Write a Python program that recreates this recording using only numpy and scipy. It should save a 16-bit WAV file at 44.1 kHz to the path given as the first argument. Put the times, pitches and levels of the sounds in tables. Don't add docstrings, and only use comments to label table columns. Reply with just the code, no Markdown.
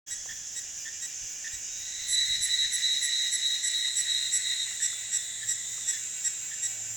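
import sys
import numpy as np
from scipy import signal
from scipy.fft import rfft, irfft
from scipy.io import wavfile
from scipy.ndimage import uniform_filter1d

SR = 44100
rng = np.random.default_rng(int(sys.argv[2]) if len(sys.argv) > 2 else 0)


def wav_out(sig):
    wavfile.write(sys.argv[1], SR, np.round(np.clip(np.atleast_2d(sig).T, -1, 1) * 32767).astype(np.int16))


N = 306936
T = np.arange(N) / SR


def from_db(db):
    return 10 ** (np.asarray(db) / 20)


def rms_one(x):
    return x / np.sqrt(np.mean(x ** 2) + 1e-20)


def in_time(rows):
    times, *columns = np.transpose(rows)
    return [np.interp(T, times, column) for column in columns]


def at_hz(points, hz):
    point_hz, point_db = np.transpose(points)
    return np.interp(np.log(hz + 1), np.log(point_hz), point_db)


def drift(rate_hz):
    hz = np.fft.rfftfreq(N, 1 / SR)
    return rms_one(irfft(rfft(rng.standard_normal(N)) / (1 + (hz / rate_hz) ** 2), N))


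def phase_of(hz):
    return 2 * np.pi * np.cumsum(hz) / SR


def syllable(start, length, attack, release):
    return np.clip((T - start) / attack + .5, 0, 1) * np.clip((start + length - T) / release + .5, 0, 1)


def gate(start, length, edge):
    return syllable(start, length, edge, edge)


def resonate(x, body):
    out = 0
    for hz, width_hz, db in body:
        r = np.exp(-np.pi * width_hz / SR)
        section = [(1 - r * r) / 2, 0, (r * r - 1) / 2, 1, -2 * r * np.cos(2 * np.pi * hz / SR), r * r]
        out = out + from_db(db) * signal.sosfilt([section, section], x + 1e-18)
    return out


# frequency in Hz, side over mid in dB.
STEREO_WIDTH = [(30, -7), (110, -14.5), (380, -3.5), (700, -2), (1290, -6), (2380, -7.5), (4400, -14.5),
                (8120, -9.5), (15000, -19)]

def wide_noise(spectrum):
    hz = np.fft.rfftfreq(N, 1 / SR)
    mid, side = rfft(rng.standard_normal((2, N))) * from_db(at_hz(spectrum, hz))
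    side = side * from_db(at_hz(STEREO_WIDTH, hz))
    return rms_one(irfft(np.array([mid + side, mid - side]), N))


def trees(x, t60, wet_db):
    t = T[:SR // 2]
    mid, side = rng.standard_normal((2, len(t))) * from_db(-60 * t / t60) * np.minimum(t / 0.037, 1)
    tails = np.array([mid + 0.7 * side, mid - 0.21 * side])
    tails = tails / np.sqrt(np.sum(tails ** 2) / 2)
    return x + from_db(wet_db) * signal.fftconvolve(x[None], tails, axes=1)[:, :N]


# frequency in Hz, relative density in dB.
AIR_SPECTRUM = [(100, 4.5), (250, 1.5), (600, -3), (1250, -6), (1750, 11), (2300, 3.5), (3300, 9.5),
                (4300, 2), (8000, 9), (9900, -11.5), (10600, -0.5), (13200, -31), (14300, -15), (18000, -9)]
# resonance in Hz, width in Hz, relative gain in dB.
HOLLOW_RESONANCES = [(388, 22, -8), (638, 30, 8.5), (774, 71, 6)]
# time in seconds, level in dB.
HOLLOW_LEVEL = [(0, -72), (6.55, -73), (6.7, -62.5), (6.96, -64)]

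def woodland_air():
    hollow_db, = in_time(HOLLOW_LEVEL)
    hollow = rms_one(resonate(wide_noise(AIR_SPECTRUM), HOLLOW_RESONANCES))
    air = signal.sosfilt(signal.butter(2, 55, "high", fs=SR, output="sos"), wide_noise(AIR_SPECTRUM))
    return from_db(-49.5) * air + from_db(hollow_db) * hollow


# time in seconds, level in dB.
MOTOR_LEVEL = [(3.3, -82), (4.1, -67.5), (5.3, -67.5), (5.5, -62), (5.65, -63), (6.6, -70.5), (6.84, -54.5),
               (6.96, -59)]

def motor():
    hum_db, = in_time(MOTOR_LEVEL)
    turn = phase_of(111 * (1 + 0.0195 * drift(5.85)))
    return rms_one(np.cos(turn) + 0.18 * np.cos(2 * turn)) * from_db(hum_db + 2.2 * drift(10))


# frequency in Hz, relative density in dB.
RUMBLE_SPECTRUM = [(15, 0.5), (40, -4), (80, 1.5), (150, -9), (300, -29), (700, -44)]
# time in seconds, relative level in dB.
BREEZE_LEVEL = [(.1, -66.5), (1.05, -75.5), (2.3, -64), (3.3, -81.5), (6.96, -83)]

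def breeze():
    breeze_db, = in_time(BREEZE_LEVEL)
    level = from_db(breeze_db + 5 + 0.89 * drift(7))
    return level * wide_noise(RUMBLE_SPECTRUM) * from_db([[1.2], [-1.2]])


# time in seconds, relative peak level in dB.
AIR_PUFFS = [(.19, -66), (.33, -61), (1.24, -55), (1.55, -55.5), (2.21, -61), (2.31, -53), (2.4, -53.5),
             (2.67, -57)]

def puffs(width_s=0.028):
    level = sum(from_db(db) * np.exp(-((T - s) / width_s) ** 2) for s, db in AIR_PUFFS)
    left, right = wide_noise(RUMBLE_SPECTRUM)[0], wide_noise(RUMBLE_SPECTRUM)[1]
    return level * np.array([left + 0.27 * right, right + .4 * left]) * from_db([[3.8], [0.3]])


# frequency in Hz, relative density in dB.
INSECT_SPECTRUM = [(9000, -18), (12500, -16), (13300, -16), (14200, -12), (15200, -20), (16100, -1),
                   (17000, -9), (18200, -8.5)]

def high_insect(period_s=.245):
    beat = np.cos(2 * np.pi * (T - .087) / period_s)
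    return wide_noise(INSECT_SPECTRUM) * from_db(-58.5 + 5.9 * beat + .6 * drift(25))


# frequency in Hz, relative density in dB.
LOW_GROUP_SPECTRUM = [(4200, -33.5), (4800, -12.5), (5500, -3), (6400, 2.5), (7100, -0.5), (7600, -14),
                      (8300, -90), (9000, -67), (10000, -44)]
HIGH_GROUP_SPECTRUM = [(5800, -25.5), (6800, 4.5), (7400, 3.5), (8100, -9.5), (8600, -29), (9100, -23.5),
                       (9900, -29), (10600, -18), (11800, -23), (13200, -24), (14200, -32)]
# time in seconds, relative levels of the lower and the higher group in dB.
GROUP_LEVELS = [(.3, -41, -44), (1.5, -40.5, -41), (2.1, -38.5, -40), (3.3, -39, -38.5), (4.05, -46, -38),
                (4.75, -44, -37), (5.4, -49, -38.5), (5.8, -42.5, -35), (6.35, -46, -36.5),
                (6.96, -44, -36.5)]
# time in seconds, level in dB.
SHRILL_LEVEL = [(0, -76), (3.55, -52), (3.9, -40.5), (4.7, -40.5), (5.9, -42), (6.3, -45.5), (6.96, -50)]

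def chorus():
    low_db, high_db = in_time(GROUP_LEVELS)
    shrill_db, = in_time(SHRILL_LEVEL)
    low_buzz = 1 + sum(0.057 * np.cos(phase_of(hz * (1 + 0.012 * drift(11.3)))) for hz in (405, 487))
    high_buzz = 1 + 0.043 * np.cos(phase_of(284 * (1 + 0.02505 * drift(7.5))))
    low = wide_noise(LOW_GROUP_SPECTRUM) * from_db(low_db + 0.91 * drift(7.3))
    high = wide_noise(HIGH_GROUP_SPECTRUM) * from_db(high_db - 3 + 0.54 * drift(22))
    shrill = rms_one(resonate(wide_noise(HIGH_GROUP_SPECTRUM), [(8520, 880, 0)])) * from_db(shrill_db)
    return low * low_buzz + (high + shrill) * high_buzz


# overtone in Hz, relative level in dB.
FIRST_OVERTONES = [(2385, -61), (2600, -67), (2756, -64), (2907, -60.5), (5040, -57.5)]
SECOND_OVERTONES = [(1515, -63.5), (2285, -59.5), (2552, -59), (2800, -57.5), (4517, -79), (4753, -69),
                    (4974, -92)]
# start in seconds, length in seconds, notes per second, gain in dB.
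FIRST_TRILL_BOUTS = [(0.603, 1.25, 7.05, 5), (2.28, 1.92, 6.6, 6.5)]
SECOND_TRILL_BOUTS = [(1.1, 2.2, 7, 0.43), (3.998, 1.25, 6.5, 4.5), (5.83, 1.3, 7.2, 4.6)]

def far_trill(overtones, bouts, sag, blur, dip, edge_s=0.253):
    level, note_progress = np.zeros(N), np.zeros(N)
    for start, length, notes_per_s, db in bouts:
        level += from_db(db) * gate(start, length, edge_s)
        note_progress = np.where(T > start - edge_s, ((T - start) * notes_per_s) % 1, note_progress)
    phase_per_hz = phase_of(1 - sag * (note_progress - .5) + .005 * drift(1.512))
    tone = sum(np.cos(hz * phase_per_hz + blur * drift(30)) * from_db(db + 2 * drift(22))
               for hz, db in overtones)
    return tone * level * (1 - dip * np.cos(np.pi * note_progress) ** 2)


# start and length in seconds, first and last pitch in Hz,
# level in dB.
DISTANT_WHINES = [(0.06, 0.4, 3360, 3350, -56), (1.151, 0.68, 6350, 6380, -46.5),
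                  (1.68, 0.24, 3770, 3800, -49), (4.795, 0.21, 3610, 3490, -43),
                  (5.122, 0.27, 3570, 3514, -47), (5.476, 0.25, 3490, 3525, -50.5),
                  (5.658, 0.215, 3660, 3684, -46.5), (5.831, 0.16, 3500, 3460, -45),
                  (5.999, 1, 7460, 7367, -39.5)]

def far_whines():
    out = np.zeros(N)
    for start, length, first_hz, last_hz, db in DISTANT_WHINES:
        hz = np.interp(T, [start, start + length], [first_hz, last_hz])
        out += from_db(db) * gate(start, length, edge=0.093) * np.cos(phase_of(hz) + 0.18 * drift(60))
    return out * from_db(1.6 * drift(30))


# start in seconds, relative level in dB, pitch in Hz.
TWIG_TICKS = [(0.258, -46.5, 680), (3.88, -52, 1213), (4.668, -51, 1200), (4.712, -49, 1354),
              (4.93, -50, 1398), (5.779, -51, 1148), (6.42, -54, 1171), (6.499, -53, 1010)]

def ticks():
    out = np.zeros(N)
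    for start, db, hz in TWIG_TICKS:
        age = np.maximum(T - start, 0)
        crack = rng.standard_normal(N) * np.exp(-age / 0.007)
        tap = rms_one(resonate(rng.standard_normal(N), [(hz, 450, 0)])) * np.exp(-age / 0.0046)
        out += from_db(db) * (tap + 0.5 * crack) * (T >= start)
    return out


def tymbal(rib_hz, rough, jitter, throb, swing, uneven, ribs_per_stroke=6.9):
    phase = phase_of(rib_hz * (1 + jitter * drift(99.1)))
    stroke = phase / ribs_per_stroke + .5 * drift(27)
    phase = phase + swing * (np.sin(stroke) + uneven * np.sin(stroke / 2))
    ribs = rms_one(sum(np.cos(k * phase + k * k) for k in range(1, 8)))
    swell = 1 + throb * (np.cos(stroke) + uneven * np.cos(stroke / 2))
    rough = np.clip(rough, 0, 1)
    return swell * ((1 - rough) * ribs + 2.15 * rough * rng.standard_normal(N))


# start in seconds, relative level in dB.
NEIGHBOUR_CROAKS = [(0.289, -42), (0.854, -42), (1.443, -42.5), (2.624, -42), (3.176, -54), (4.069, -43),
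                    (4.800, -45.5), (5.412, -42), (5.935, -43), (6.505, -44.5)]
# resonance in Hz, width in Hz, relative gain in dB.
CROAK_RESONANCES = [(1822, 223, -1.5), (3380, 500, -12), (5050, 700, -15)]

def croaks():
    level = sum(from_db(db) * gate(start, 0.042, edge=0.005) for start, db in NEIGHBOUR_CROAKS)
    pulses = 1 + 0.71 * np.cos(phase_of(172 * (1 + 0.0566 * drift(36))))
    source = pulses * tymbal(1790, rough=0.64, jitter=0.0135, throb=0.12, swing=.1, uneven=.5)
    return level * rms_one(resonate(source, CROAK_RESONANCES))


# start and length in seconds, rib rate in Hz, relative level in dB.
NEAR_CHIRPS = [(.109, 0.035, 1927, -35), (0.561, 0.037, 1920, -36), (1.02, .043, 1917, -36.5),
               (1.524, 0.038, 1921, -40.5), (2.075, .08, 1973, -31), (2.421, 0.041, 1976, -29),
               (2.725, 0.039, 1971, -30), (3.025, .042, 1961, -30), (3.324, 0.039, 1949, -28.5),
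               (3.636, .052, 1934, -29.5), (3.965, 0.05, 1937, -27), (4.329, 0.049, 1934, -25.5),
               (4.821, 0.0473, 1920, -26.5), (5.127, 0.05, 1919, -27.5), (5.484, 0.045, 1915, -27),
               (5.878, .037, 1911, -26.5), (6.247, 0.0364, 1907, -27), (6.628, 0.045, 1921, -30)]
# resonance in Hz, width in Hz, relative gain in dB.
LOW_BAND = [(1833, 520, 0.5), (3960, 1070, 1)]
MIDDLE_BAND = [(5580, 1400, 0)]
MAIN_BAND = [(7620, 370, 0.5)]
TOP_BAND = [(9370, 140, 5), (9630, 380, 2), (11330, 480, -8.5), (13600, 410, -28)]

def chirps(easy_rib_hz=1905, hard_rib_hz=1970, attack_s=.014, release_s=.0064, lead_in_s=.012):
    start, length = np.transpose(NEAR_CHIRPS)[:2]
    centre = start + length / 2
    nearest = np.searchsorted((centre[1:] + centre[:-1]) / 2, T)
    start, length, rib_hz, db = np.array(NEAR_CHIRPS)[nearest].T
    strain = (rib_hz - easy_rib_hz) / (hard_rib_hz - easy_rib_hz)
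    arch = np.minimum(((T - centre[nearest]) / length - .1) ** 2, 1)
    scoop = .045 * np.exp(-np.maximum(T - start + lead_in_s, 0) / .005)
    source = tymbal(rib_hz * (1 - .007 * arch - scoop), rough=0.34 - 0.23 * strain,
                    jitter=0.001646, throb=0.31, swing=-0.065, uneven=0.32)
    low_db = 0.5 * db - 26.5
    middle_db = db + np.interp(T, [1.3, 2.6], [-8, -9])
    top_db = db - 17.5 + 11.5 * strain
    voice = 0
    for band, band_db in (LOW_BAND, low_db), (MIDDLE_BAND, middle_db), (MAIN_BAND, db), (TOP_BAND, top_db):
        ring = resonate(source, band)
        running_rms = np.sqrt(uniform_filter1d(ring ** 2, size=1500) + 1e-12)
        voice = voice + ring / running_rms * from_db(band_db)
    swell = np.interp(T, [1.9, 2.07, 2.12], [1, .4, 1])
    weak_first_strokes = from_db(-9.5) * syllable(start - lead_in_s, length, attack_s, release_s)
    return voice * np.maximum(weak_first_strokes, syllable(start, length, attack_s, release_s)) * swell


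# start and length in seconds, first rib rate in Hz,
# relative level in dB.
NEAR_WHINES = [(2.126, .24, 1970, -24), (2.507, 0.15, 1966, -24), (2.827, 0.16, 1958, -23),
               (3.125, 0.17, 1953, -24), (3.421, 0.15, 1948, -24), (3.749, 0.1664, 1938, -24),
               (4.078, .21, 1936, -25), (4.448, .2, 1925, -26)]

def whine_controls(effort_db, sag_hz=38.5, fade_db_per_s=12.5, catch_db=-4):
    chirp_s, _, chirp_hz, _ = np.transpose(NEAR_CHIRPS)
    rib_hz, tone_db = np.interp(T, chirp_s, chirp_hz), effort_db
    for start, length, first_hz, db in NEAR_WHINES:
        age = T - start
        singing = syllable(start, length, attack=0.023, release=0.022)
        catch = np.exp(-((age - length + 0.085) / 0.011) ** 2)
        rib_hz = rib_hz + singing * (first_hz - sag_hz * age / length - rib_hz)
        tone_db = tone_db + singing * (db - fade_db_per_s * age + catch_db * catch - tone_db)
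    return rib_hz, tone_db


# time in seconds, relative level of rattle and idling tone in dB.
SONG_EFFORT = [(1.6, -76), (1.8, -49), (2.0, -39), (2.12, -32), (3.0, -32.5), (4.58, -35), (4.72, -39),
               (5.7, -45), (6.1, -49.5), (6.96, -54)]
# resonance in Hz, width in Hz, relative gain in dB.
WHINE_RESONANCES = [(1898, 125, -18), (3869, 410, 3), (5510, 840, -14.5), (7717, 660, -14.5),
                    (9910, 390, -22.5), (11550, 880, -30)]
RATTLE_RESONANCES = [(1962.5, 226, -2.5), (3840, 190, -1.5), (5470, 270, -12.5), (7760, 500, -7.5),
                     (10150, 220, -22), (11600, 420, -36)]

def whine(pause_db=-10.5):
    effort_db, = in_time(SONG_EFFORT)
    rib_hz, tone_db = whine_controls(effort_db)
    rough = np.interp(tone_db, [-36, -25], [.6, .18])
    tone_ribs = tymbal(rib_hz, rough, jitter=0.002464, throb=0.92, swing=0.15, uneven=0.31)
    rattle_ribs = tymbal(rib_hz, rough=0.85, jitter=0.01143, throb=1.0, swing=0.083, uneven=0.18)
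    tone = rms_one(resonate(tone_ribs, WHINE_RESONANCES))
    rattle = rms_one(resonate(rattle_ribs, RATTLE_RESONANCES))
    pause = sum(gate(start - 0.042, 0.031, edge=0.018) for start, *_ in NEAR_CHIRPS)
    tone_level = from_db(tone_db - 4.5 + 1.42 * drift(42)) * gate(1.63, 5.2, edge=.1)
    rattle_level = from_db(effort_db - 6 + pause_db * pause + 1.85 * drift(28.2))
    return tone * tone_level + rattle * rattle_level


# time in seconds, left over right gain in dB.
INSECT_BALANCE = [(0, -2.5), (3.0, -2), (4.7, -1.5), (5.3, -1.1), (6.96, -1.9)]

def scene():
    far = far_trill(FIRST_OVERTONES, FIRST_TRILL_BOUTS, sag=0.008, blur=0.16, dip=0.91)
    far += far_trill(SECOND_OVERTONES, SECOND_TRILL_BOUTS, sag=0.019, blur=0.39, dip=0.56)
    far += far_whines()
    short_sounds = trees(chirps() + croaks() + ticks(), t60=0.29, wet_db=-8.5) * from_db([[-.5], [.5]])
    whining = trees(whine(), t60=0.14, wet_db=-4.5) * from_db([[-.2], [.2]])
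    balance_db, = in_time(INSECT_BALANCE)
    pan = from_db([balance_db / 2, -balance_db / 2])
    insects = (short_sounds + whining + far + chorus() + high_insect()) * pan
    return insects + motor() + woodland_air() + breeze() + puffs()


def record(dry):
    fade_in = np.clip((T - .062) / .02, 0, 1)
    return signal.sosfilt(signal.ellip(14, .1, 80, 18150, fs=SR, output="sos"), dry * fade_in)


dry = scene()
out = record(dry)
wav_out(out)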